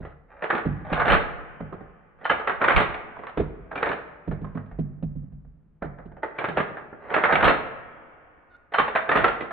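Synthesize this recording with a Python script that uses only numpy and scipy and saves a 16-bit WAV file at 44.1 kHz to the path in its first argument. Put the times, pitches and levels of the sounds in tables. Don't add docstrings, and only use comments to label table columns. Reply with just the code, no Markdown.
import sys
import numpy as np
from scipy import signal
from scipy.fft import rfft, irfft, next_fast_len
from scipy.io import wavfile
from scipy.ndimage import uniform_filter1d, minimum_filter1d

SR = 44100
rng = np.random.default_rng(int(sys.argv[2]) if len(sys.argv) > 2 else 0)


def unload_wav(signal):
    wavfile.write(
        sys.argv[1],
        SR,
        np.round(np.clip(np.atleast_2d(signal).T, -1, 1) * 32767).astype(np.int16),
    )


N = 419832

TOP_HZ = 10800
LEAD_IN = .012

STOCK_BUMPS = [(0.004, -27.5, -4.5, -17.5, 13.5), (0.653, -10.5, -6, -30.5, 3),
               (0.697, -19.5, -17, -27.5, -1), (0.81, -34, -2.5, -21, -1.5), (0.918, -16, -5.5, -16, 5),
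               (1.1, -17.5, -12, -5.5, 0), (1.605, -22, -10, -2, 1), (1.724, -30.5, 3.5, -4, 4.5),
               (1.805, -38, -2, 8, 12), (2.302, -38, -1.5, -15, 15.5), (2.88, -39.5, -10.5, -15, 20.5),
               (3.373, -23, 8.5, 4.5, 12), (3.398, -19.5, 11.5, -6.5, 11.5), (3.83, -39, -7.5, -15, 17),
               (4.276, -15, -9, -14, 6.5), (4.319, -26, 0, -3, 15.5), (4.414, -19.5, -9.5, -20, 2),
               (4.548, -18, -12, -22, -1), (4.717, -33, -16, -14, 19.5), (4.788, -11.5, -11, -30.5, 0),
               (5.026, -14.5, -13.5, -35, 3), (5.156, -19, -21, -44, 3.5), (5.23, -33.5, -17, -24, 7),
               (5.321, -31, -15.5, -21.5, 8), (5.447, -39, -19.5, -12, 16.5),
               (5.822, -27.5, 5.5, -1.5, 9.5), (5.845, -25.5, -1.5, -14, 3), (5.984, -35, -14, -13.5, 8),
               (6.055, -31.5, -0.5, -19, 7.5), (6.487, -26, -5, -9, -12.5), (6.568, -27.5, 6, -0.5, -14),
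               (7.323, -22, 1, -3.5, -7.5), (8.79, -33.5, -7, -13.5, 10), (9.157, -29.5, 1, -15.5, 14)]
# time in seconds, rumble level in dB,
# level of the seating thud in dB.
SEATINGS = [(1.134, -22.5, -30.5), (2.78, -27, -31.5), (7.458, -27.5, -29.5), (9.249, -38.5, -35.5)]


def amp(db):
    return 10 ** (np.asarray(db) / 20)


def unit(x):
    return x / np.sqrt(np.mean(x ** 2) + 1e-20)


def attack_unit(x, seconds):
    return x / np.sqrt(np.mean(x[..., :int(seconds * SR)] ** 2) + 1e-20)


def along(points, hz):
    f, v = np.transpose(points)
    return np.interp(np.log(hz + 1), np.log(f), v)


def add(track, s, sound):
    start = int(np.clip(round(s * SR), 0, N - 1))
    track[:, start:start + sound.shape[-1]] += sound[..., :N - start]


def pair(x, left_db):
    return x * amp([[left_db / 2], [-left_db / 2]])


def coloured(x, gain_db):
    n = x.shape[-1]
    m = 2 * next_fast_len(n // 2 + SR // 10)
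    cepstrum = irfft(gain_db(np.fft.rfftfreq(m, 1 / SR)) * np.log(10) / 20)
    cepstrum[1:m // 2] *= 2
    cepstrum[m // 2 + 1:] = 0
    return irfft(rfft(x, m) * np.exp(rfft(cepstrum)), m)[..., :n]


def ring(modes, t, vary_db, detune, together=False):
    hz, db, t60 = np.transpose(modes)[:, :, None]
    size, shift = rng.standard_normal((2, len(modes), 1))
    sign = np.where(together, 1, rng.choice([-1, 1], (len(modes), 1)))
    decay = amp(db + vary_db * size - 60 * t / t60)
    tone = np.sin(2 * np.pi * hz * (1 + detune * shift) * t)
    return np.sum(sign * decay * tone, 0)


def air(level_db=-66):
    # frequency in Hz, density in dB per Hz.
    tone_colour = [(25, 0), (70, 2), (160, -13.5), (300, -13), (1500, -26.5), (3000, -41), (5000, -59)]
    noise = rng.standard_normal((3, N))
    return amp(level_db) * unit(coloured(noise[:2] + noise[2], lambda hz: along(tone_colour, hz)))


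def room_tail(build=0.013, linger=2.93):
    # frequency in Hz, t60 in seconds.
    decay_times = [(60, 1.5), (200, 1.11), (500, 1.013), (1400, 0.93), (2000, 0.92), (3000, 0.7),
                   (4200, 0.66), (8000, .33)]
    # frequency in Hz, level in dB.
    late_level = [(2500, -15.5), (3400, -17.5), (4300, -42)]
    # frequency in Hz, correlation from 0 to 1.
    likeness = [(60, 1), (150, 0.53), (350, 0.64), (700, 0.29), (4000, 0.045)]
    hz, t, z = signal.stft(rng.standard_normal((2, 3 * SR // 2)), SR, nperseg=512)
    fall_db = -60 * t / along(decay_times, hz)[:, None]
    late_db = along(late_level, hz)[:, None] + fall_db / linger
    z = z * np.hypot(amp(fall_db), amp(late_db)) * (1 - np.exp(-t / build))
    turn = np.arccos(np.clip(along(likeness, hz), -1, 1))[:, None] / 2
    mid, side = signal.istft(z * np.array([np.cos(turn), np.sin(turn)]), SR, nperseg=512)[1]
    return np.array([mid + side, mid - side]) / np.sqrt(SR / 10)


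def room(x):
    out, mono, hop = np.zeros((2, N)), x.mean(0), SR // 3
    for start in range(-hop, N, hop):
        index = np.arange(max(start, 0), min(start + 2 * hop, N))
        piece = mono[index] * np.sin(np.pi * (index - start) / (2 * hop))
        add(out, index[0] / SR, signal.fftconvolve(piece[None], room_tail(), axes=1))
    return out


def shove(swell=0.024, strain_db=-18, strain=0.2, sway_db=5):
    # frequency in Hz, density in dB per Hz.
    rumble_colour = [(15, -23), (28, -8.5), (44, -5), (62, -10), (100, -16.5), (190, -9.5), (400, -52),
                     (1200, -100)]
    # frequency in Hz, dB per Hz.
    sway_colour = [(15, -18), (30, -3), (65, 0), (110, -8), (200, -24), (500, -70)]
    t = np.arange(N) / SR
    push = np.zeros(N)
    for s, db, _ in SEATINGS:
        away = np.abs(t - s)
        push += amp(db) * (np.exp(-away / swell) + amp(strain_db) * np.exp(-away / strain))
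    rumble = unit(coloured(rng.standard_normal((2, N)), lambda hz: along(rumble_colour, hz)))
    sway = amp(sway_db) * unit(coloured(rng.standard_normal(N), lambda hz: along(sway_colour, hz)))
    return pair(push * (rumble + np.array([sway, -sway])), left_db=-3.5)


def thud(modes, t, detune, vary_db=2, together=False):
    body_s, width = .06, .18
    mid = attack_unit(ring(modes, t, vary_db, detune, together), body_s)
    side = width * attack_unit(ring(modes, t, vary_db=3.5, detune=0.12), body_s)
    return np.array([mid + side, mid - side])


def bumps(stock_db=-12, boom_db=-25, knock_db=-17, slap_db=-14, slap_t60=0.09, soft=0.0083,
          knock_rise=.001, slap_rise=0.0013):
    # frequency in Hz, level in dB, t60 in seconds.
    stock_modes = [(98, -14, 0.57), (140.4, -2, 0.35), (188.5, -14, 0.54), (226.3, -9, 0.2)]
    # frequency in Hz, level in dB, t60 in seconds.
    fore_end_modes = [(214, 2, .09), (320, 3, 0.11), (423, -1.5, 0.096), (460, 3.5, 0.054),
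                      (620, -5.5, .039)]
    # frequency in Hz, level in dB, t60 in seconds.
    rocking_modes = [(28.2, -2.5, 0.022), (42.7, -7.5, 0.48), (67, -9, 0.49)]
    # frequency in Hz, density in dB per Hz.
    skin_colour = [(30, -4), (120, -3), (350, 0), (700, -8), (1200, -26), (3000, -34), (4200, -45),
                   (5200, -81.5)]
    # frequency in Hz, lag in radians.
    left_lag = [(50, 0), (120, .6), (600, .7)]
    seat_knock_db, seat_rock_db = 6.5, 9.5
    sag, sag_s = 0.29, .035

    out, t = np.zeros((2, N)), np.arange(SR // 2) / SR
    sagging = t + sag * sag_s * (1 - np.exp(-t / sag_s))
    seats = [(s, db, seat_knock_db, None, seat_rock_db) for s, _, db in SEATINGS]
    for s, db, knock, _, rock_db in STOCK_BUMPS + seats:
        stock = amp(stock_db) * thud(stock_modes, sagging, detune=.02)
        fore_end = amp(knock + knock_db) * thud(fore_end_modes, t, detune=.06, together=True)
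        fore_end = fore_end * (1 - np.exp(-t / knock_rise))
        rock = amp(boom_db + rock_db) * thud(rocking_modes, t, detune=.04)
        flesh = rng.standard_normal(len(t)) * amp(-60 * t / slap_t60) * (1 - np.exp(-t / slap_rise))
        slap = attack_unit(coloured(flesh, lambda hz: along(skin_colour, hz)), 0.012)
        cushioned = (stock + rock) * (1 - np.exp(-t / soft))
        add(out, s, amp(db) * (cushioned + fore_end + amp(knock + slap_db) * slap))
    m = next_fast_len(N + SR // 2)
    lag = along(left_lag, np.fft.rfftfreq(m, 1 / SR))
    late = irfft(rfft(out[0], m) * np.exp(-1j * lag), m)[:N]
    return pair(np.array([late, out[1]]), left_db=-3.5)


def squeak(waver=0.039):
    # time in seconds, pitch in Hz, level in dB.
    creak_course = [(8.5, 730, -70), (8.512, 724, -60), (8.54, 716, -58.5), (8.552, 699, -49),
                    (8.567, 720, -62.5)]
    harmonics_db = [-23.5, 4, -16, -23.5, -21, -29]
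    out, (s, hz, db) = np.zeros((2, N)), np.transpose(creak_course)
    t = np.arange(s[0], s[-1], 1 / SR)
    wander = unit(uniform_filter1d(rng.standard_normal(len(t)), size=90))
    pitch = np.interp(t, s, hz) * (1 + waver * wander)
    phase = 2 * np.pi * np.cumsum(pitch) / SR
    note = sum(amp(level) * np.sin(k * phase) for k, level in enumerate(harmonics_db, 1))
    add(out, s[0], amp(np.interp(t, s, db)) * note)
    return out


def taps():
    # start in seconds, pitch in Hz, level in dB.
    tap_list = [(1.601, 1046, -38.5), (1.726, 1060, -34.5), (3.166, 1020, -35.5), (3.269, 1096, -45),
                (4.443, 1056, -36.5), (4.471, 1070, -44), (4.552, 1094, -43), (4.571, 1130, -39.5)]
    # ratio to the pitch, level in dB, t60 in seconds.
    hull_modes = [(.88, -5, .025), (1, 0, .06), (1.179, -3, .045), (1.48, -11, .03)]
    out, t = np.zeros((2, N)), np.arange(SR // 5) / SR
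    for s, hz, db in tap_list:
        modes = [(hz * ratio, level, t60) for ratio, level, t60 in hull_modes]
        add(out, s, amp(db) * ring(modes, t, vary_db=0.0, detune=0.0046) * (1 - np.exp(-t / .002)))
    return pair(out, left_db=-9.5)


def spring():
    # start in seconds, level in dB, lift of the modes above 3500 Hz in dB.
    flicks = [(1.081, -48.5, 14.5), (1.102, -33.5, 1.5), (2.244, -43, 2.5), (2.294, -30, -5),
              (2.473, -40.5, 0), (6.168, -73.5, -6), (7.445, -37.5, 3), (7.476, -38, 11.5), (8.738, -34, 1),
              (8.786, -33.5, -2.5)]
    # frequency in Hz, level in dB, t60 in seconds.
    spring_modes = [(2622, -5, .17), (2930, -9, .25), (3074, 0, .18), (3615, -21, .4), (3946, -22, .24),
                    (4135, -16.5, .22), (4834, -34, .16), (8370, -40, .3), (8936, -46, .2)]
    out, t = np.zeros((2, N)), np.arange(SR // 2) / SR
    for s, db, upper_db in flicks:
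        modes = [(hz, level + upper_db * (hz > 3500), t60) for hz, level, t60 in spring_modes]
        add(out, s, amp(db) * ring(modes, t, vary_db=2.0, detune=0.00056) * (1 - np.exp(-t / 0.0013)))
    return out


def clack(body_db, hollow_db, edge_db, chatter_t60, snap=3, graze_db=-17, clutter_db=-7, vary_db=2):
    # frequency in Hz, density in dB per Hz.
    contact_colour = [(30, -25), (150, -5.5), (450, -0.5), (950, -4), (1500, -1), (2000, -5), (2800, -15),
                      (3700, -25), (4400, -37.5), (5050, -62), (5800, -56), (7000, -68.5), (8200, -52),
                      (10000, -56.5), (11000, -67.5)]
    # frequency in Hz, width in Hz, lift in dB.
    resonances = [(448, 71, 3), (630, 230, 1.5), (860, 140, 3), (1093, 60, 2), (1250, 170, 3.5),
                  (1660, 63, 1.5), (1750, 70, 0.5), (3620, 40, 6.5)]
    bite, release, release_s = 0.002014, .6, .0001
    graze_s, clutter_t60 = .003, 0.28

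    t = np.arange(SR // 5) / SR - LEAD_IN
    after = np.maximum(t, 0)
    touches = unit(rng.standard_normal(len(t)) * (rng.random(len(t)) < 3000 / SR))
    grazing = amp(graze_db) * np.exp(-np.abs(t) / graze_s)
    chatter = amp(-60 * after / chatter_t60) * (1 - np.exp(-after / bite))
    force = touches * (grazing + chatter)
    force[int((LEAD_IN + bite) * SR)] += snap
    force[int((LEAD_IN + bite + release_s) * SR)] -= release * snap
    scatter_level = amp(clutter_db - 60 * after / clutter_t60) * (1 - np.exp(-after / 0.0014))
    scatter = scatter_level * rng.standard_normal((3, len(t)))
    heard = force + 0.73 * scatter[:2] + 0.37 * scatter[2]

    hardness = [(350, body_db), (700, hollow_db), (1100, 0.0), (1900, 0.0014), (2900, edge_db)]  # (Hz, dB)
    centres = np.geomspace(300, TOP_HZ, 70)
    spot = np.column_stack([centres, vary_db * rng.standard_normal(len(centres))])

    def colour(hz):
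        steel = sum(lift_db / (1 + (2 * (hz - centre) / width) ** 2) for centre, width, lift_db in resonances)
        return along(contact_colour, hz) + along(hardness, hz) + along(spot, hz) + steel

    return attack_unit(coloured(heard, colour), 2 * LEAD_IN)


def rattles(level_db=-15):
    out = np.zeros((2, N))
    for s, db, _, rattle_db, _ in STOCK_BUMPS:
        tick = clack(body_db=12.5, hollow_db=10.5, edge_db=-9.5, chatter_t60=0.042,
                     clutter_db=-11.5, graze_db=-32.5)
        add(out, s - LEAD_IN, amp(db + rattle_db + level_db) * tick)
    return out


def slides(catches_hz=170, uneven=.45, catch_spread_db=4, rub=0.04, swell=0.0042, count=3):
    # start and end in seconds, first and last level in dB.
    rubs = [(0.005, 0.117, -47, -52), (0.276, 0.42, -56, -46), (0.489, 0.502, -33, -25.5),
            (0.519, 0.596, -37.5, -47), (0.842, 0.94, -43, -29), (0.94, 1.019, -27, -24),
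            (1.045, 1.165, -30.5, -25), (2.181, 2.246, -57, -40.5), (2.598, 2.622, -27.5, -18.5),
            (2.622, 2.807, -29.5, -32.5), (3.145, 3.32, -58.5, -58), (3.75, 3.962, -32.5, -48.5),
            (3.819, 3.836, -32.5, -23.5), (4.066, 4.082, -43, -48), (4.39, 4.613, -61.5, -61),
            (6.346, 6.507, -41.5, -39), (6.559, 6.575, -31.5, -22.5), (6.99, 7.141, -51.5, -27),
            (7.217, 7.231, -33.5, -21.5), (7.271, 7.341, -32, -26), (7.371, 7.412, -28.5, -22.5),
            (7.429, 7.519, -22, -18.5), (9.08, 9.097, -31, -25), (9.122, 9.3, -29.5, -36.5),
            (9.234, 9.245, -30, -12.5)]
    out = np.zeros((2, N))
    for start, end, first_db, last_db in rubs:
        n = max(int((end - start) * SR), SR // 125)
        pressure = amp(np.linspace(first_db, last_db, n)) * (1 - np.exp(-np.arange(n) / (swell * SR)))
        gap, size, point = rng.standard_normal((3, 128))
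        at = (np.cumsum(np.exp(uneven * gap)) * SR / catches_hz).astype(int)
        inside = at < n
        slips = rub * rng.uniform(-1, 1, (count, n))
        slips[np.argsort(point)[inside] % count, at[inside]] += amp(catch_spread_db * size[inside])
        ticks = np.array([clack(body_db=-1.5, hollow_db=7.0, edge_db=-9.0, chatter_t60=0.012,
                                clutter_db=-16.5, vary_db=4.5) for _ in range(count)])
        scrape = signal.fftconvolve((slips * pressure)[:, None], ticks, axes=2).sum(0)
        add(out, start - LEAD_IN, scrape * np.sqrt(2 * np.sum(pressure ** 2) / np.sum(scrape ** 2)))
    return out


def clacks(level_db=-14.5, usual_body_db=-17, usual_edge_db=-22, usual_hollow_db=1, chatter_t60=0.049,
           lead=.001):
    # time in seconds, level in dB,
    # body in the lows in dB, edge in the treble in dB, rebound relative to the blow in dB,
    # pitch of the struck part in Hz, relative level of its ring in dB.
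    strikes = [(0.05, -27.5, -7, -21.5, -17.5, 1950, -12.5), (0.423, -17.5, -21.5, -27, -8.5, 1790, -12.5),
               (0.44, -15.5, -18, -22.5, -15, 1700, -19), (0.503, -7.5, -27, -24.5, -26, 1182, -9.5),
               (0.529, -14.5, -3.5, -28.5, -5.5, 1220, -10), (0.551, -16, -18.5, -20, -8, 807, -7),
               (0.579, -17.5, -22.5, -22, -6.5, 873, -9), (0.928, -12, -22, -16.5, -8.5, 1420, -17),
               (0.999, -11, -28.5, -24.5, -16, 1650, -13.5), (1.016, -10.5, -26, -29.5, -12.5, 1560, -14.5),
               (1.056, -14.5, -20.5, -19.5, 0, 1510, -10.5), (1.081, -8, -24.5, -20, -6, 2850, -23.5),
               (1.101, -7, -20.5, -19, -13.5, 2930, -17.5), (1.118, -5.5, -23, -18, -3, 1650, -18.5),
               (1.143, -12.5, -26, -21, -3, 1780, -7), (1.728, -31, -9, -31, -0.5, 1054, -5),
               (2.253, -12, -31, -24.5, -16.5, 1413, -8.5), (2.298, -4.5, -25, -23.5, -4.5, 1280, -4.5),
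               (2.309, -14.5, -15.5, -30, -8, 531, 0), (2.397, -20, -20.5, -23, -8, 1900, -14),
               (2.474, -10, -23.5, -25, -16.5, 1330, -11.5), (2.495, -11.5, -27, -25, -13, 1295, -6.5),
               (2.616, -9, -24, -28, -9, 1880, -12.5), (2.641, -7, -26, -21, -23, 1870, -5.5),
               (2.681, -4, -20, -19, -10.5, 1530, -12.5), (2.704, -6.5, -34, -27, -12, 1550, -17),
               (2.721, -14.5, -25, -17.5, -17, 1540, -14), (2.763, -7.5, -28, -17, -14.5, 2214, -4),
               (2.777, -6.5, -25, -17.5, -11.5, 2000, -19.5), (2.803, -8.5, -16.5, -17.5, -5, 2000, -17.5),
               (2.943, -21.5, -31, -20.5, -12, 2270, -6), (3.165, -31.5, -21.5, -24.5, -13.5, 1120, -10),
               (3.191, -28, -3, -25, -6.5, 1080, -12), (3.235, -26.5, -16, -27.5, -14.5, 1110, -8.5),
               (3.269, -25.5, -28, -20, -20.5, 1127, -5), (3.293, -34.5, -22.5, -19, -17.5, 1490, -18),
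               (3.374, -19, -6, -19.5, -23.5, 849, -7.5), (3.714, -22.5, -14.5, -31.5, -3.5, 1580, -9.5),
               (3.756, -20, -18, -18.5, -17.5, 2330, -10.5), (3.777, -23, -18, -15.5, -12.5, 2380, -1.5),
               (3.828, -9, -24.5, -24.5, -18, 1334, -14.5), (3.858, -17, -24, -22, -7, 2260, -14),
               (3.871, -15.5, -14, -23.5, -23.5, 585, -7.5), (3.891, -15.5, -13.5, -21, -20, 2230, -12.5),
               (3.916, -16, -18.5, -20, -6, 1770, -11.5), (4.312, -22, -3, -26, -17.5, 1283, -23),
               (4.447, -31, -3, -25.5, -27, 1100, -16), (4.553, -32.5, -8.5, -24.5, -23, 1074, -10),
               (4.573, -25.5, -3.5, -29, -22, 1250, -6.5), (4.661, -45, -15.5, -16.5, -15, 1500, -22),
               (4.713, -37, -15.5, -28, -15, 1390, -11), (5.822, -20, -12.5, -39, -22.5, 1397, -10),
               (5.85, -39.5, -15, -44, -12.5, 1500, -11.5), (5.986, -32.5, -11, -33, -7, 1630, -12),
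               (6.118, -37.5, -6.5, -30, -14.5, 1560, -15), (6.168, -33.5, -7, -34.5, -5.5, 760, -3.5),
               (6.231, -15, -15, -29.5, -10.5, 881, -3), (6.386, -16.5, -17.5, -19, -11, 2305, -8),
               (6.412, -20.5, -15, -33, -17.5, 1650, -13.5), (6.442, -12, -19, -24, -6.5, 1625, -11.5),
               (6.485, -17.5, -4, -15, -19, 1690, -10.5), (6.572, -9, -20.5, -24, -2.5, 1730, -14),
               (6.601, -12, -12.5, -21, -16.5, 1213, -7), (6.77, -23, -23, -29.5, -9, 1760, -14),
               (6.927, -29, -0.5, -52, -19.5, 1384, -8), (7.102, -21.5, -21, -23.5, -4.5, 1480, -17),
               (7.142, -7, -24.5, -21.5, -16, 1480, -15), (7.163, -7.5, -20, -26.5, -3.5, 1290, -11),
               (7.237, -4.5, -23, -24, -6, 1754, -9), (7.287, -14, -30.5, -38, 3.5, 1830, -9.5),
               (7.311, -12.5, -22.5, -27, -3, 1820, -6), (7.324, -5.5, -22, -22, -15.5, 1520, -8.5),
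               (7.335, -16, -17.5, -24, -24, 2290, -26), (7.354, -6.5, -34.5, -19.5, -17, 2280, -9.5),
               (7.407, -13, -24, -24.5, -16.5, 1450, -4.5), (7.427, -5.5, -23.5, -24, -7.5, 2950, -22.5),
               (7.444, -6.5, -19, -12, -4.5, 2840, -21.5), (7.479, -3.5, -17, -22, -14.5, 1290, -26),
               (7.494, -9.5, -17, -17, -8.5, 1240, -12), (8.722, -27, -17.5, -22, -9, 1810, -14),
               (8.737, -17, -29, -22.5, -22, 1990, -4), (8.743, -10.5, -34, -26.5, -9.5, 1450, -7.5),
               (8.784, -6, -23, -19, -6.5, 1194, 0), (8.797, -12, -16.5, -31, -11.5, 1075, 3.5),
               (8.88, -16, -22.5, -19.5, -16.5, 838, -9), (8.952, -11, -24.5, -24, -11.5, 651, -5.5),
               (8.958, -9.5, -29.5, -23, -3.5, 658, -4), (9.092, -7.5, -20.5, -22.5, -18.5, 1840, -31),
               (9.116, -6.5, -20.5, -21.5, -17, 1860, -6), (9.156, -5, -15, -19.5, -8.5, 1236, -8),
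               (9.172, -10, -22, -18.5, -7, 1670, -8), (9.199, -16, -24, -20.5, -8, 1430, -5),
               (9.243, -4, -19, -21.5, -16.5, 1324, -5.5), (9.281, -15, -24, -16.5, -15.5, 1397, 0),
               (9.407, -20.5, -8, -14.5, -6.5, 2013, -4), (9.509, -20.5, -30.5, -23.5, 4, 1754, -7)]
    firm_db = -11
    hollow_per_db, sharp_per_db = 0.4, -0.13
    rebound_s, rebound_spread = .013, .15
    ring_boost_db, ring_t60 = 11, .07

    out, t = np.zeros((2, N)), np.arange(SR // 5) / SR
    scatter = rng.standard_normal(len(strikes))
    for (s, db, body_db, edge_db, rebound_db, hz, ring_db), luck in zip(strikes, scatter):
        body = min(body_db - usual_body_db, 10)
        hollow = usual_hollow_db + hollow_per_db * (firm_db - db)
        edge = edge_db - usual_edge_db
        snap = 4.1 * np.exp(sharp_per_db * min(max(db - firm_db, 0), 6))
        bounce_s = rebound_s * (1 + rebound_spread * luck)
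        for delay, change_db in (0, 0), (bounce_s, rebound_db):
            blow = clack(body, hollow, edge, chatter_t60, snap)
            add(out, s + delay - LEAD_IN - lead, amp(db + change_db + level_db) * blow)
        note = np.sin(2 * np.pi * hz * t) * amp(-60 * t / ring_t60) * (1 - np.exp(-t / 0.0008)) ** 2
        add(out, s, amp(db + level_db + ring_db + ring_boost_db) * note)
    return out


def leaning(x):
    # frequency in Hz, left minus right in dB.
    balance = [(250, -1.5), (600, -3), (1200, -2.5), (2200, 0), (8000, 2)]
    left = coloured(x[0], lambda hz: along(balance, hz) / 2)
    right = coloured(x[1], lambda hz: -along(balance, hz) / 2)
    return np.array([left, right])


def scene(steel_wet_db=-6, thud_wet_db=-9.5):
    steel = leaning(clacks() + rattles() + slides() + spring() + taps() + squeak())
    thuds = bumps()
    reverberation = room(amp(steel_wet_db) * steel + amp(thud_wet_db) * thuds)
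    return steel + thuds + shove() + reverberation + air()


def record(dry):
    ceiling, hold_s = .7, .006
    hold = int(hold_s * SR)
    needed = np.minimum(1, ceiling / (np.abs(dry).max(0) + 1e-9))
    held = minimum_filter1d(needed, 2 * hold)
    gain = uniform_filter1d(uniform_filter1d(held, hold), hold)
    m = next_fast_len(N + SR // 2)
    return irfft(rfft(dry * gain, m) * (np.fft.rfftfreq(m, 1 / SR) < TOP_HZ), m)[:, :N]


dry = scene()
out = record(dry)
unload_wav(out)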